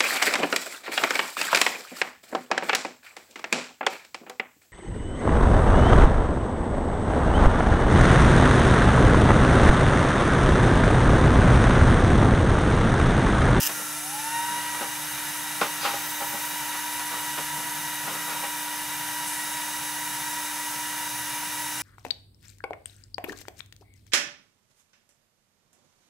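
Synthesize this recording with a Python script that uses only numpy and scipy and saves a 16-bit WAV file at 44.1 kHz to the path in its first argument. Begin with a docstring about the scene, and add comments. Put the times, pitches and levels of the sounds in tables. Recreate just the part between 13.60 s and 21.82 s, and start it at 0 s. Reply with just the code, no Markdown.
"""A TIG torch welds a steel pipe manifold: the arc strikes with a crackle of sparks, then arc and gas hiss
steadily, coloured by reflections off the pipe. A thin whistle follows the strike, and the arc flares once.
The welding machine's transformer hums, one cooling fan drives air through its case throughout, and a
faster one whines up to speed. Things knock, scrape and squeak on the workshop bench with a little ring
of steel, and a faint low drone comes and goes behind it all."""
import sys
import numpy as np
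from scipy import signal
from scipy.fft import rfft, irfft, next_fast_len
from scipy.io import wavfile
from scipy.ndimage import uniform_filter1d, map_coordinates

SR = 44100
rng = np.random.default_rng(int(sys.argv[2]) if len(sys.argv) > 2 else 0)


def pcm_store(signal):
    """Save signal as 16-bit PCM."""
    levels = np.round(np.clip(np.atleast_2d(signal), -1, 1) * 32767)
    wavfile.write(sys.argv[1], SR, levels.astype(np.int16).T)


N = 362502
TIME = np.arange(N) / SR


def amp(db):
    """Decibels to gain."""
    return 10 ** (np.asarray(db) / 20)


def unit(x):
    """Normalise to rms 1."""
    return x / np.sqrt(np.mean(np.abs(x) ** 2) + 1e-20)


def along(points, hz):
    """Read an EQ curve of (frequency, value) points on a log axis."""
    freqs, values = np.transpose(points)
    return np.interp(np.log(hz + 1), np.log(freqs + 1), values)


def bells(peaks, hz):
    """Boost or cut in dB from resonances given as (centre, width, gain)."""
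    return sum(db / (1 + (2 * (hz - centre) / width) ** 2) for centre, width, db in peaks)


def automation(points):
    """A fader ride: straight lines between (time, value) points."""
    return np.interp(TIME, *np.transpose(points))


def swell(age, rise, t60):
    """An envelope that grows to its peak at age 0, then falls 60 dB in t60 seconds."""
    return np.exp(np.minimum(age, 0) / rise) * amp(-60 * np.maximum(age, 0) / t60)


def wobble(rate):
    """Smooth random modulation, rate points a second."""
    return map_coordinates(rng.standard_normal(int(N * rate / SR) + 4), [TIME * rate])


def cycle(hz):
    """Oscillator phase for a moving pitch, from a random start."""
    return 2 * np.pi * (np.cumsum(hz) / SR + rng.random())


def filtered(x, response):
    """EQ x with a gain for each frequency."""
    size = x.shape[-1]
    padded = next_fast_len(size + 8192)
    return irfft(rfft(x, padded) * response(np.fft.rfftfreq(padded, 1 / SR)), padded)[..., :size]


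# Stereo width, almost mono in the bass: (frequency [Hz], side against mid [dB])
STEREO_WIDTH = [(60, -28), (150, -26), (300, -24), (600, -20), (1000, -18), (1500, -12), (2600, -7),
                (4000, -8.5), (7000, -10.5), (11000, -14), (15000, -15)]
def noise(colour, size=N):
    """Stereo noise of rms 1; colour gives dB for each frequency."""
    mid_side_eq = lambda hz: amp([colour(hz), colour(hz) + along(STEREO_WIDTH, hz)])
    mid, side = filtered(rng.standard_normal((2, size)), mid_side_eq)
    return unit(np.array([mid + side, mid - side]))


def tone(phase, hz, rough, flutter):
    """A stereo tone of rms 1, fluttering in level and phase; hz sets how far the right side leads."""
    swirl = unit(1 + rough * (wobble(flutter) + 1j * wobble(flutter)))
    lead = np.arctan(amp(along(STEREO_WIDTH, hz))) * np.array([[-1], [1]])
    return np.sqrt(2) * np.real(swirl * np.exp(1j * (phase + lead)))


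# Bright bed of arc and gas: (frequency [Hz], spectrum level [dB])
HISS_EQ = [(2000, -18), (4300, -13), (5500, -2.5), (6400, -0.5), (6950, -6), (7700, -1.5), (8600, -2),
           (9100, -3.5), (9400, -3.5), (10300, -.5), (11500, -1), (13000, -4), (14200, -2), (15500, -5)]
# Narrow resonances of the surrounding metal: (centre [Hz], width [Hz], gain [dB])
METAL_PEAKS = [(6430, 99, 3), (9430, 150, 7.5), (10180, 160, 5.5)]
# Places where the torch rests; reflections off the pipe cancel one band and lift another:
# (start [s], level [dB], notch [Hz], notch depth [dB], lifted band [Hz], high shelf [dB])
TORCH_PLACES = [(0, -32.5, 8000, 1.5, 10400, -1.5), (.28, -32.8, 13850, -2, 10350, -5.5),
                (.75, -33.5, 14600, 0, 10900, -5), (1.2, -33.5, 12900, 2, 11600, -1.5),
                (2.35, -33, 10820, 4, 12100, 1.5), (3, -33.5, 12700, 8, 11000, 0.5),
                (5.7, -33, 11980, 10, 10900, .5), (6.7, -33, 11900, 8.5, 11100, 0)]
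def arc_hiss(crossfade_s=.25, notch_width_hz=320, lift_width_hz=300, lift_db=1.8, ripple_db=1.9):
    """Arc and gas hiss, coloured by nearby metal as the torch moves from place to place."""
    # many short reflections leave a fine, static ripple in the spectrum
    ripple = lambda hz: ripple_db * map_coordinates(rng.standard_normal(1024), [hz / 30])
    bed = noise(lambda hz: along(HISS_EQ, hz) + bells(METAL_PEAKS, hz) + ripple(hz))
    hz, t, spectrum = signal.stft(bed, SR, nperseg=512)
    starts, level_db, notch_hz, depth_db, lift_hz, shelf_db = np.transpose(TORCH_PLACES)
    resting = np.eye(len(starts))[:, np.searchsorted(starts[1:], t)]
    blend = uniform_filter1d(resting, round(crossfade_s / (t[1] - t[0])), axis=1)
    band = lambda centre, width=notch_width_hz: np.exp(-.5 * ((hz[:, None] - centre) / width) ** 2)
    comb = depth_db * (band(notch_hz) + .3 * band(.76 * notch_hz) + .7 * band(1.24 * notch_hz))
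    shelf = shelf_db * along([(11000, 0), (14000, 1)], hz)[:, None]
    colour_db = (shelf - comb + lift_db * band(lift_hz, lift_width_hz)) @ blend
    # small movements of the hands shift the colour slowly
    patches = uniform_filter1d(rng.standard_normal(spectrum.shape[1:]), size=7, axis=0)
    drift_db = .5 * unit(uniform_filter1d(patches, size=70, axis=1))
    hiss = signal.istft(spectrum * amp(colour_db + drift_db), SR, nperseg=512)[1][:, :N]
    return amp(np.interp(TIME, t, level_db @ blend) + .19 * wobble(30)) * unit(hiss)


# Brittle snap of one spark: (frequency [Hz], spectrum level [dB])
SPARK_EQ = [(590, -67), (1000, -30), (1230, -10), (1510, -16), (1620, -2), (2260, -13), (2840, 2),
            (4050, -17), (5150, 0), (9360, -7), (15500, -1)]
def sparks(run_s=.078, gap_s=.006, first_db=-21.5, build_db=3.5, scatter_db=1, t60=.036):
    """The arc strikes with a quick, uneven run of snaps that builds until it settles."""
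    out, t = np.zeros((2, N)), np.arange(SR // 8) / SR
    for slot in np.arange(0, run_s, gap_s):
        onset = slot + gap_s * rng.random()
        db = first_db + build_db * onset / run_s + scatter_db * rng.standard_normal()
        snap = noise(lambda hz: along(SPARK_EQ, hz), size=len(t))
        start = round(onset * SR)
        out[:, start:start + len(t)] += amp(db - 60 * t / t60) * snap
    return out


# Rush of the cooling air: (frequency [Hz], spectrum level [dB])
AIR_EQ = [(15, -63), (25, -16.5), (90, -28.5), (129, -10), (268, -17.5), (293, -25), (327, -13.5),
          (695, -10.5), (948, 0), (1060, -7.5), (1890, -5.5), (2200, -6.5), (2810, -9.5), (3350, -10),
          (5000, -13), (6500, -81), (11000, -120)]
# Resonances of the machine's case: (centre [Hz], width [Hz], gain [dB])
CASE_RESONANCES = [(72.5, 17, 16), (151.45, 64, 6.5), (417, 79, -8.5), (832, 95, 1.5), (1427, 200, 5),
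                   (1920, 138, 7.5), (2160, 60, -3), (2367, 34, 10), (2846, 140, 7.5), (3870, 160, 4)]
# Airflow, with a brief early dip: (time [s], level [dB])
AIR_RIDE = [(0, -37), (.4, -40), (1, -36.5), (3, -36.5), (5, -37), (8.2, -37)]
def fan_air():
    """Air rushes through the resonant case of the welding machine."""
    gain = amp(automation(AIR_RIDE) + .28 * wobble(7.4))
    return gain * noise(lambda hz: along(AIR_EQ, hz) + bells(CASE_RESONANCES, hz))


# Partials of the seven-blade fan: (shaft order [multiple], level at settled airflow [dB])
SLOW_FAN_PARTIALS = [(6, -64), (7, -53.5), (10, -53), (12, -53), (13, -50.5), (14, -59), (15, -54),
                     (22, -56), (23, -57), (26, -81), (27, -54.5), (28, -54.5), (29, -49.5), (39, -58.5)]
def slow_fan(shaft_hz=132.74):
    """A steady fan sings a long row of weak shaft harmonics that ride with the airflow."""
    shaft = cycle(shaft_hz * (1 + .000488 * wobble(2)))
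    flow_db = automation(AIR_RIDE)
    partials = sum(amp(db) * tone(order * shaft, order * shaft_hz, rough=.4, flutter=25)
                   for order, db in SLOW_FAN_PARTIALS)
    return amp(flow_db - flow_db[-1]) * partials


# Mains hum and steady whines: (frequency [Hz], level [dB])
HUM_PARTIALS = [(120, -72), (300, -48), (600, -62.5), (900, -53.5), (1200, -70), (2347, -66), (6395, -61)]
def transformer_hum():
    """The transformer holds clean, steady tones under the fans."""
    return sum(amp(db) * tone(2 * np.pi * hz * TIME, hz, rough=.026, flutter=5)
               for hz, db in HUM_PARTIALS)


# Dull body of the bench: (frequency [Hz], spectrum level [dB])
BENCH_EQ = [(70, -38), (140, -33), (200, -4), (280, -14.5), (480, -4.5), (850, -5.5), (1100, -0.5),
            (1400, -0.5), (1800, -9.5), (2700, -9.5), (3200, -13), (4600, -18), (5600, -22), (15000, -46)]
# Ringing modes of the steel: (frequency [Hz], relative level [dB], decay to -60 dB [s])
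STEEL_MODES = [(575, -11, 0.21), (810, -3.5, 0.22), (936, -12, 0.34), (1274, -16, .14), (1510, -29, .14)]
def bench_contact(peak_s, db, rise, t60, tilt_db, ring_db):
    """One contact swells, then dies as a dull clatter with a little ringing steel."""
    out, t = np.zeros((2, N)), np.arange(SR) / SR
    start = max(0, round((peak_s - .1) * SR))  # leave room for the attack
    age = t + start / SR - peak_s
    clatter = noise(lambda hz: along(BENCH_EQ, hz) + tilt_db * np.log2(np.clip(hz, 200, 5000)), len(t))
    ring = np.zeros(len(t))
    for hz, mode_db, mode_t60 in STEEL_MODES:
        gain = amp(mode_db + rng.standard_normal())  # every blow weights the modes a little differently
        ring += gain * swell(age, rise, mode_t60) * np.sin(2 * np.pi * (hz * age + rng.random()))
    out[:, start:start + len(t)] = amp(db) * (clatter * swell(age, rise, t60) + amp(ring_db) * ring)
    return out


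# Knocks on the bench: (time [s], level [dB], tilt [dB/octave], ring against clatter [dB])
KNOCK_CUES = [(.095, -32, -1, -8), (1.153, -36, 1, -10), (1.213, -28.5, -2, 1), (2.014, -19, 0, -5.5),
              (2.252, -23, 1, 0.5), (2.279, -30.5, 2, 0), (2.342, -31.5, 0, 3), (2.617, -33, -1, 7),
              (2.745, -38, -4.5, 7), (3.15, -37, 0.5, -8), (3.397, -34, 2, -8), (3.782, -29.5, 1, -14),
              (4.555, -36.5, -1, -6), (4.84, -32, .5, 4)]
def knocks(reference_db=-26.5, reference_rise_s=.0042, t60=.2):
    """Short blows on the bench: the harder the hit, the sharper the attack."""
    return sum(bench_contact(peak_s, db, reference_rise_s * amp(reference_db - db), t60, tilt_db, ring_db)
               for peak_s, db, tilt_db, ring_db in KNOCK_CUES)


def gas_whistle(peak_s=.15, db=-42, settled_hz=1345, sag_hz=64.7, sag_s=.0706):
    """A thin note after the strike that sags to a steady pitch and fades as the gas flow settles."""
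    age = TIME - peak_s
    hz = settled_hz + sag_hz * np.exp(-np.maximum(age, 0) / sag_s)
    return amp(db) * swell(age, rise=.015, t60=2.6) * tone(cycle(hz), settled_hz, rough=.28, flutter=98)


# Glove and tool sliding over the bench: (time [s], level [dB], tilt [dB/octave])
SCRAPE_CUES = [(.195, -41.5, -4.5), (.92, -42.5, -3.5), (2.245, -28.5, 4.5), (3.53, -36, -0.5),
               (4, -44, -4.5), (4.479, -33, -1), (4.7, -35, 1.5)]
def scrapes():
    """Sliding contacts have a soft attack, a longer tail and hardly any ring."""
    return sum(bench_contact(peak_s, db, rise=.025, t60=.51, tilt_db=tilt_db, ring_db=-7)
               for peak_s, db, tilt_db in SCRAPE_CUES)


# Partials of the five-blade fan: (shaft order [multiple], relative level [dB])
FAST_FAN_PARTIALS = [(3, -32.5), (4, -27), (5, -1), (7, -29), (8, -13.5), (9, -23.5), (10, -8), (15, -12.5),
                     (20, -20)]
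# Standing waves of the room: (centre [Hz], width [Hz], gain [dB])
ROOM_MODES = [(815, 25, -3), (858, 25, 4), (886, 16, -7), (906, 12, 4), (917, 10, -4)]
# Fader on top of the whine's growth with speed, surging near full speed: (time [s], gain [dB])
WHINE_RIDE = [(.35, -31), (.56, -29), (.8, -28.5), (1.1, -35), (1.5, -48), (3.1, -38.5), (8.2, -40.5)]
def fast_fan(idle_hz=69, full_hz=192.3, spin_up_s=.436, whine_power=7):
    """Blade tones rise with the shaft; eddies that lag the blades add a fuzzy band just below."""
    shaft_hz = full_hz - (full_hz - idle_hz) * np.exp(-(TIME / spin_up_s) ** 2)
    shaft = cycle(shaft_hz * (1 + .0005 * wobble(4)))
    speed = shaft_hz / full_hz
    whine = np.zeros((2, N))
    for order, db in FAST_FAN_PARTIALS:
        fade_in = speed ** 7 if order > 8 else 1  # upper partials only arrive near full speed
        room_db = bells(ROOM_MODES, order * shaft_hz)  # a gliding tone surges through the room's modes
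        partial = tone(order * shaft, order * full_hz, rough=.025 * order, flutter=30)
        whine += amp(db + room_db) * fade_in * partial
    eddies = tone(cycle(shaft_hz * 4.86), 950, rough=6, flutter=60)
    return amp(automation(WHINE_RIDE)) * speed ** whine_power * whine + amp(-47.5) * speed ** 10 * eddies


# Swells of the drone: (centre time [s], half length [s], pitch [Hz], glide [Hz/s], level [dB])
DRONE_CUES = [(.9, 0.81, 148.5, 1, -56), (4.048, 0.27, 147.8, 1.5, -51), (4.6, 0.17, 161.6, 75.5, -54),
              (7.603, 0.13, 122.5, -5, -54.5), (8.167, 0.18, 125, 30, -52)]
def drone():
    """A faint, uneven low note comes and goes in smooth swells."""
    out = np.zeros((2, N))
    for centre_s, half_s, hz, glide, db in DRONE_CUES:
        age = TIME - centre_s
        envelope = amp(db) * np.exp(-.5 * (age / half_s) ** 2)
        out += envelope * tone(cycle(hz + glide * age), hz, rough=.47, flutter=20)
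    return out


def squeak(peak_s=2.222, db=-39.5, top_hz=4780, fall_hz_per_s=6000):
    """A rough note that falls as the sliding slows, leading into the loudest scrape."""
    age = TIME - peak_s
    hz = np.clip(top_hz - fall_hz_per_s * age, top_hz / 2, top_hz)
    return amp(db) * swell(age, rise=.012, t60=.4) * tone(cycle(hz), top_hz, rough=2, flutter=350)


def arc_flare(peak_s=5.68, db=-35, centre_hz=9200, half_width_hz=2200):
    """The arc surges once in a short, brighter wash of hiss."""
    envelope = amp(db) * swell(TIME - peak_s, rise=.027, t60=1.3)
    return envelope * noise(lambda hz: -10 * np.log10(1 + ((hz - centre_hz) / half_width_hz) ** 4))


def scene():
    """Mix torch, machine and bench over the drone."""
    torch = arc_hiss() + sparks() + gas_whistle() + arc_flare()
    machine = fan_air() + slow_fan() + transformer_hum() + fast_fan()
    bench = knocks() + scrapes() + squeak()
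    return torch + machine + bench + drone()


def record(dry):
    """A brick-wall low-pass trims the very top of the mix."""
    return filtered(dry, lambda hz: hz < 15750)


dry = scene()
out = record(dry)
pcm_store(out)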